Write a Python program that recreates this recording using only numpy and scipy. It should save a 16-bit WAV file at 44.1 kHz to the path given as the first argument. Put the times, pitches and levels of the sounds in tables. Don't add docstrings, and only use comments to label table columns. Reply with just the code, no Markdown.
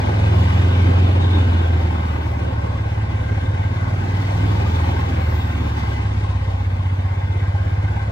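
import sys
import numpy as np
from scipy import signal
from scipy.fft import rfft, irfft, next_fast_len
from scipy.io import wavfile
from scipy.ndimage import uniform_filter1d, map_coordinates

SR = 44100
rng = np.random.default_rng(int(sys.argv[2]) if len(sys.argv) > 2 else 0)


def to_wav(sig):
    pcm = np.clip(np.atleast_2d(sig), -1, 1) * 32767
    pcm = np.round(pcm).astype(np.int16)
    wavfile.write(sys.argv[1], SR, pcm.T)


N = 357695
CRUISE_PER_S = 19
FRAME, HOP = 2048, 256


def gain_of(db):
    return 10 ** (np.asarray(db) / 20)


def evened(x):
    return x / np.sqrt(np.mean(abs(x) ** 2) + 1e-20)


def over_hz(points, hz):
    f, *columns = np.transpose(points)
    return [np.interp(np.log(hz + 1), np.log(f + 1), c)[:, None] for c in columns]


def over_time(rows, t):
    s, *columns = np.transpose(rows)
    return [np.interp(t, s, c) for c in columns]


def wander(hz):
    noise = rng.standard_normal(N + SR)
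    lowpass = signal.butter(2, hz, fs=SR, output="sos")
    return evened(signal.sosfilt(lowpass, noise)[SR:])


# time_s, firings_per_s
ENGINE_SPEED = [(0.0, 19.85), (0.5, 21.44), (1.0, 22.46), (1.5, 21.62), (2.0, 19.73), (2.5, 18.37),
                (3.0, 17.62), (3.5, 17.69), (4.0, 18.73), (4.5, 20.26), (5.0, 20.24), (5.5, 18.77),
                (6.0, 17.30), (6.5, 15.96), (7.0, 15.69), (7.5, 16.50), (8.0, 17.12), (8.5, 17.54)]


def speed():
    spacing_s = ENGINE_SPEED[1][0]
    position = np.arange(N) / SR / spacing_s
    return map_coordinates(np.transpose(ENGINE_SPEED)[1], [position], order=3, mode="nearest")


def firing_angle():
    return 2 * np.pi * np.cumsum(speed()) / SR


SPEED_GAIN = [0.73, 1.82, 0.98, 1.1, 0.88]
REFLECTED_GAIN = [2.7, 0.53, 1.9, 5.3, 3.8]
# time_s, nearness (0 none, about 1 close)
PARKED_NEARNESS = [(0, 0.95), (.5, 0.81), (1.1, 0), (1.6, 0), (2, 0), (2.7, 0), (3.9, 0.4), (4.3, 1),
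                   (5.3, 0.5), (5.62, 0.6), (5.78, 1.17), (5.95, 1.1), (6.05, 0.7), (7, 0.1), (8.11, 0)]


def swells():
    near = over_time(PARKED_NEARNESS, np.arange(N) / SR)[0]
    return np.outer(SPEED_GAIN, speed() - CRUISE_PER_S) + np.outer(REFLECTED_GAIN, near)


# time_s, level_db
TOP_TREBLE = [(0, -1), (.4, 3), (1.1, 0), (2.3, -0.5), (2.55, -5.5), (3.8, -4), (4.3, 3), (4.9, 4.5),
              (5.15, 1.5), (5.35, 9.5), (5.55, 3), (5.9, 1), (6.05, -5.5), (8.11, -5.5)]
# time_s, low_db, middle_db, high_db
BAND_LEVELS = [(0, 1.5, 4, -1.5), (.7, -0.5, -1, 0.5), (1.5, 0.5, 0.5, 2.5), (2.3, 1.5, 0, -1),
               (3.4, 1, 2.5, -1), (4.2, -0.5, -0.5, -2.5), (5.201, -0.5, -2, -1), (6.2, 2, 0, -2),
               (7, 0, 0.5, -0.5), (8.11, -2.5, 2.5, -2)]
# centre_hz, half_width_hz
BAND_PLACES = [(280, 100), (550, 130), (3200, 700)]


def roar_level_db(hz, at):
    rumble_db, drone_db, roar_db, hiss_db, air_db = swells()[:, at]
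    top_db = over_time(TOP_TREBLE, at / SR)[0]
    edges = ((140, 4), (600, 4), (2600, 4), (6800, 8), (11000, 30))  # (edge Hz, steepness)
    bass, low, middle, upper, high = (1 / (1 + (hz / edge_hz) ** steep) for edge_hz, steep in edges)
    level_db = bass * rumble_db + (low - bass) * drone_db + (middle - low) * roar_db
    level_db = level_db + (upper - middle) * hiss_db + (high - upper) * air_db + (1 - high) * top_db
    level_db = level_db + 0.5 * (1 - middle) * wander(hz=15)[at]
    for band_db, (centre_hz, half_width_hz) in zip(over_time(BAND_LEVELS, at / SR), BAND_PLACES):
        level_db = level_db + band_db / (1 + ((hz - centre_hz) / half_width_hz) ** 4)
    return level_db


# pitch_hz, width_hz, common_db, opposite_db
BODY_PANELS = [(238.3, 19, 4, -1.5), (527, 30, 5, 6), (813, 125, 5, 3.5), (906, 60, 4.5, 1.5),
               (988, 19, -3.5, 5), (1071.5, 45, 8, -0.5), (1370, 47, -3, -5.5), (1455, 25, 3, 1),
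               (1522, 60, 4.5, 4), (1586, 42, 8.5, 5), (1643, 37, -3.5, -10), (1690, 40, 5, 0),
               (1770, 60, -5.5, 0.5), (1850, 60, 4.5, 0), (2053, 52, 8, 1.5), (2210, 26, 5.5, 1.5),
               (2823, 120, -5, -1), (2900, 110, 2.5, 4), (3190, 20, -4, 1), (3150, 37, 1.5, 1),
               (3490, 53, 3, 2), (3530, 40, -2, 8), (3765, 60, 2.5, -1)]
# factor_at_cruise, change_per_firing_per_s
RING_FACTORS = [(1.21, -0.062), (1.034, -0.11), (2.24, 0.021)]
# time_s, factor
MIDDLE_RINGING = [(0, 1.1), (1.8, 1.2), (2.2, 1.1), (2.7, 1), (3.3, 1.42), (4.2, 1.1), (5.4, 1.37),
                  (5.7, 0.97), (6.8, 0.63), (7.2, 1.16), (8.11, 1.2)]


def panels_db(hz, at):
    faster = speed()[at] - CRUISE_PER_S
    rings = [ring + change * faster for ring, change in RING_FACTORS]
    rings[1] = rings[1] * over_time(MIDDLE_RINGING, at / SR)[0]
    total_db = 0
    for pitch_hz, width_hz, common_db, opposite_db in BODY_PANELS:
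        ring = rings[np.digitize(pitch_hz, [1300, 2500])]
        centre_hz = pitch_hz * (1 + 0.006 * wander(hz=2.1)[at])
        strength = ring + 0.14 * wander(hz=3.96)[at]
        shape = strength / (1 + (2 * (hz - centre_hz) / width_hz) ** 2)
        total_db = total_db + np.array([common_db, opposite_db])[:, None, None] * shape
    return total_db


# from_hz, to_hz, once_a_cycle_db, loudest_at_turn, twice_a_cycle_db, loudest_at_turn
FIRING_PULSES = [(0, 700, .5, .75, .2, .0), (700, 1200, 1.1, .98, .9, .95), (1200, 1460, .3, .9, .4, .9),
                 (1460, 1660, 1.7, .6, .6, .45), (1660, 2300, .6, .7, 1.1, .95),
                 (2300, 4200, .2, .05, .8, .85), (4200, 20000, .5, .15, .3, .9)]


def pulsed(x):
    size = next_fast_len(N)
    spectrum, hz = rfft(x, size), np.fft.rfftfreq(size, 1 / SR)
    angle = firing_angle()
    out = 0
    for low_hz, high_hz, once_db, once, twice_db, twice in FIRING_PULSES:
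        cycle_db = once_db * np.cos(angle - 2 * np.pi * once)
        cycle_db = cycle_db + twice_db * np.cos(2 * (angle - 2 * np.pi * twice))
        band = irfft(spectrum * (hz >= low_hz) * (hz < high_hz), size)[:, :N]
        out = out + band * gain_of(cycle_db * (1 + .55 * wander(hz=12)))
    return out


# pitch_hz, level_db (per Hz)
RUMBLE = [(20, -90), (35, -73), (50, -58.5), (70, -57), (95, -53.5), (140, -59), (210, -61)]
COMMON_ROAR = RUMBLE + [(310, -58.5), (450, -66.0), (1350, -74.0), (2800, -80.0), (3800, -84.5),
               (5200, -91.5), (9500, -102), (10100, -135), (11700, -135), (12100, -105), (14300, -101),
               (15700, -104)]
# pitch_hz, level_db (per Hz)
OPPOSITE_ROAR = [(40, -80), (200, -65), (520, -65), (900, -64.5), (1800, -72.5), (2500, -73), (3700, -87),
                 (4400, -86), (7000, -95.5), (11000, -99.5), (13200, -103), (14000, -135)]
# pitch_hz, tied_share (0-1), lead_rad
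PORT_TIE = [(100, .45, 3.2), (330, .6, 3.4), (600, .65, 1.5), (1000, .45, .3), (2300, .35, 1.2),
            (2600, .45, -1.6), (3400, .68, -1.6), (4800, .5, -1.4), (5200, .35, 1.9), (9800, .25, 2),
            (11500, .35, 4.7), (13500, .4, 4.7)]


def roar():
    frames = N // HOP + 9
    bins_hz = np.fft.rfftfreq(FRAME, 1 / SR)
    hz = bins_hz[:, None]
    at = np.minimum(np.arange(frames) * HOP, N - 1)
    a, b, c, d, patches = rng.standard_normal((frames, len(bins_hz), 5)).T
    patches = uniform_filter1d(patches, size=10, axis=0)
    patches = evened(uniform_filter1d(patches, size=14, axis=1))
    share, lead = over_hz(PORT_TIE, bins_hz)
    share = np.clip(share, 0, 1)
    common, untied = a + 1j * b, c + 1j * d
    opposite = share * np.exp(1j * lead) * common + np.sqrt(1 - share ** 2) * untied
    common_gain = gain_of(over_hz(COMMON_ROAR, bins_hz)[0])
    opposite_gain = gain_of(over_hz(OPPOSITE_ROAR, bins_hz)[0])
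    spectra = np.array([common * common_gain, opposite * opposite_gain])
    spectra *= gain_of(roar_level_db(hz, at) + panels_db(hz, at) + 1.6 * patches)
    per_hz = np.sqrt(3 * SR / FRAME)
    mid, side = signal.istft(spectra, nperseg=FRAME, noverlap=FRAME - HOP)[1][:, :N] * per_hz
    return pulsed(np.array([mid + side, mid - side])) * gain_of(0.51 * wander(hz=19))


# time_s, pitch_hz, level_db, octave_above_db
WHEEL_HUMS = [
    [(0, 51.2, -55, -39), (.8, 51.3, -57, -33), (1.5, 51.5, -62, -34), (1.9, 51.2, -62, -42),
     (2.6, 50.4, -62, -35), (3.2, 49.9, -65, -34), (3.9, 49.3, -49, -34), (4.3, 48.8, -44, -46),
     (5.3, 46.8, -43, -48), (5.75, 46.5, -45, -46), (6.2, 46.5, -55, -41), (6.7, 45, -65, -65)],
    [(0, 38, -65, -43), (.45, 37.8, -50, -35), (.8, 37.6, -44, -37), (1.5, 36.6, -43, -34),
     (2.2, 35.8, -58, -39), (2.7, 35.2, -80, -60), (3.6, 34.8, -80, -58), (3.95, 34.6, -68, -43),
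     (4.6, 34, -60, -44), (5.35, 33.2, -66, -39), (5.75, 32.6, -70, -55), (6.3, 32, -80, -70)],
]
BELT_MULTIPLE = 5.63
BELT_DB, BELT_DB_PER_FIRING = -39, 1.3


def hums():
    t = np.arange(N) / SR
    belt_db = BELT_DB + BELT_DB_PER_FIRING * (speed() - CRUISE_PER_S)
    out = gain_of(belt_db) * np.cos(BELT_MULTIPLE * firing_angle())
    for rows in WHEEL_HUMS:
        hz, low_db, octave_db = over_time(rows, t)
        angle = 2 * np.pi * np.cumsum(hz) / SR
        out = out + gain_of(low_db) * np.cos(angle) + gain_of(octave_db) * np.cos(2 * angle)
    return np.sqrt(2) * out * gain_of(2.8 * wander(hz=3))


# time_s, pitch_hz, level_db
SLIDING_WHISTLES = [
    [(4.7, 903, -42), (4.85, 941, -37), (5.0, 822, -42), (5.2, 790, -33), (5.4, 776, -56)],
    [(.62, 3760, -62), (.75, 3730, -54), (.9, 3700, -66), (1.1, 3720, -60), (1.22, 3760, -44.5),
     (1.36, 3680, -41), (1.45, 3650, -66)],
]


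def whistle(rows):
    t = np.arange(N) / SR
    hz, level_db = over_time(rows, t)
    angle = 2 * np.pi * np.cumsum(hz) / SR
    sounding = (t > rows[0][0]) & (t < rows[-1][0])
    fuzzy = (0.81 + wander(hz=6.8)) * np.cos(angle) + wander(hz=11) * np.sin(angle)
    return sounding * gain_of(level_db) * fuzzy


# start_s, level_db, pitch_hz
LOOSE_PARTS = [(4.08, -33, 1570), (4.235, -34, 2030), (4.659, -27.5, 1204), (4.801, -31, 1030),
               (5.009, -33, 786), (6.243, -27, 1074), (6.307, -29, 1027), (6.838, -35, 826),
               (7.549, -28, 810)]
RATTLE_T60_S, RATTLE_RISE_S = 0.11, 0.0055


def rattles():
    t, out = np.arange(0, .15, 1 / SR), np.zeros(N)
    envelope = np.minimum(t / RATTLE_RISE_S, 1) * gain_of(-60 * t / RATTLE_T60_S)
    for start_s, level_db, pitch_hz in LOOSE_PARTS:
        part = out[round(start_s * SR):][:len(t)]
        part += envelope * gain_of(level_db) * np.sin(2 * np.pi * pitch_hz * t)
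    return out * np.array([[1.4], [.6]])


# time_s, throttle_opening (0-1), fourth_multiple_db
ENGINE_LOAD = [(0.0, 0.58, -30), (0.25, 0.98, -20), (0.55, 0.89, -14), (1.0, 0.89, -14.0),
               (1.7, 0.24, -16.5), (2.3, 0.15, -23.5), (2.9, 0.25, -27), (3.6, 0.46, -28.5),
               (4.1, 0.65, -37.5), (4.45, 0.9, -25), (4.8, 0.53, -20), (5.4, 0.35, -22), (6.0, 0, -25.5),
               (6.6, 0.0, -26.5), (6.95, 0.12, -33), (7.3, 0.24, -34), (7.7, 0.37, -30), (8.11, 0.015, -27)]
PULSE_SHAPE = {2: (-2.6, 3), 3: (-11.5, 6.6), 5: (-11, 16.9), 6: (0.14, 3.4), 7: (-5.5, 10),
               8: (-3.5, 18.5), 9: (3.5, 0.84)}
# pitch_hz, level_db
MUFFLER_PASS = [(30, -47.5), (45, -40), (60, -24.5), (70, -29), (80, -18), (90, -20.5), (102, -22),
                (115, -30), (130, -37.5), (145, -43.5), (165, -42.5), (200, -49.5), (260, -48),
                (300, -59.5), (400, -54)]
# pitch_hz, lead_rad
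MUFFLER_LEAD = [(60, 2.7), (78, 0), (97, .5), (130, 3.1), (160, 5.8), (200, 7.3), (400, 14)]
SPEED_FREE_LEAD = {6: .4, 7: 1.2}


def exhaust():
    hz = speed()
    throttle, frame_db = over_time(ENGINE_LOAD, np.arange(N) / SR)
    angle = firing_angle() + 0.015 * wander(hz=22.5)
    pulse_db = {k: shut_db + gain_db * throttle for k, (shut_db, gain_db) in PULSE_SHAPE.items()}
    drone_db = swells()[1]
    pulse_db.update(dict.fromkeys(range(10, 19), 3 + drone_db))
    level_db = {k: db + np.interp(k * hz, *np.transpose(MUFFLER_PASS)) for k, db in pulse_db.items()}
    level_db[4] = frame_db
    lead = {k: np.interp(k * hz, *np.transpose(MUFFLER_LEAD)) for k in level_db}
    lead[4] = -.08 * (4 * hz - 66)
    lead.update(SPEED_FREE_LEAD)
    drift = {k: np.clip(.15 * (k - 6), .13, .7) * wander(hz=1.6) for k in lead}
    lines = 0
    for k, db in level_db.items():
        lines = lines + gain_of(db + 0.86 * wander(hz=4.5)) * np.cos(k * angle + lead[k] + drift[k])
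    return np.sqrt(2) * lines * gain_of(0.38 * wander(hz=5.7))


def scene():
    near_mono = (exhaust() + hums()) * gain_of([[-.2], [.2]])
    whistles = sum(map(whistle, SLIDING_WHISTLES)) * np.array([[1.3], [-.6]])
    return near_mono + roar() + rattles() + whistles


def record(dry):
    lowpass = signal.firwin(511, 15800, window=("kaiser", 9), fs=SR)
    return signal.oaconvolve(dry, lowpass[None], "same")


dry = scene()
out = record(dry)
to_wav(out)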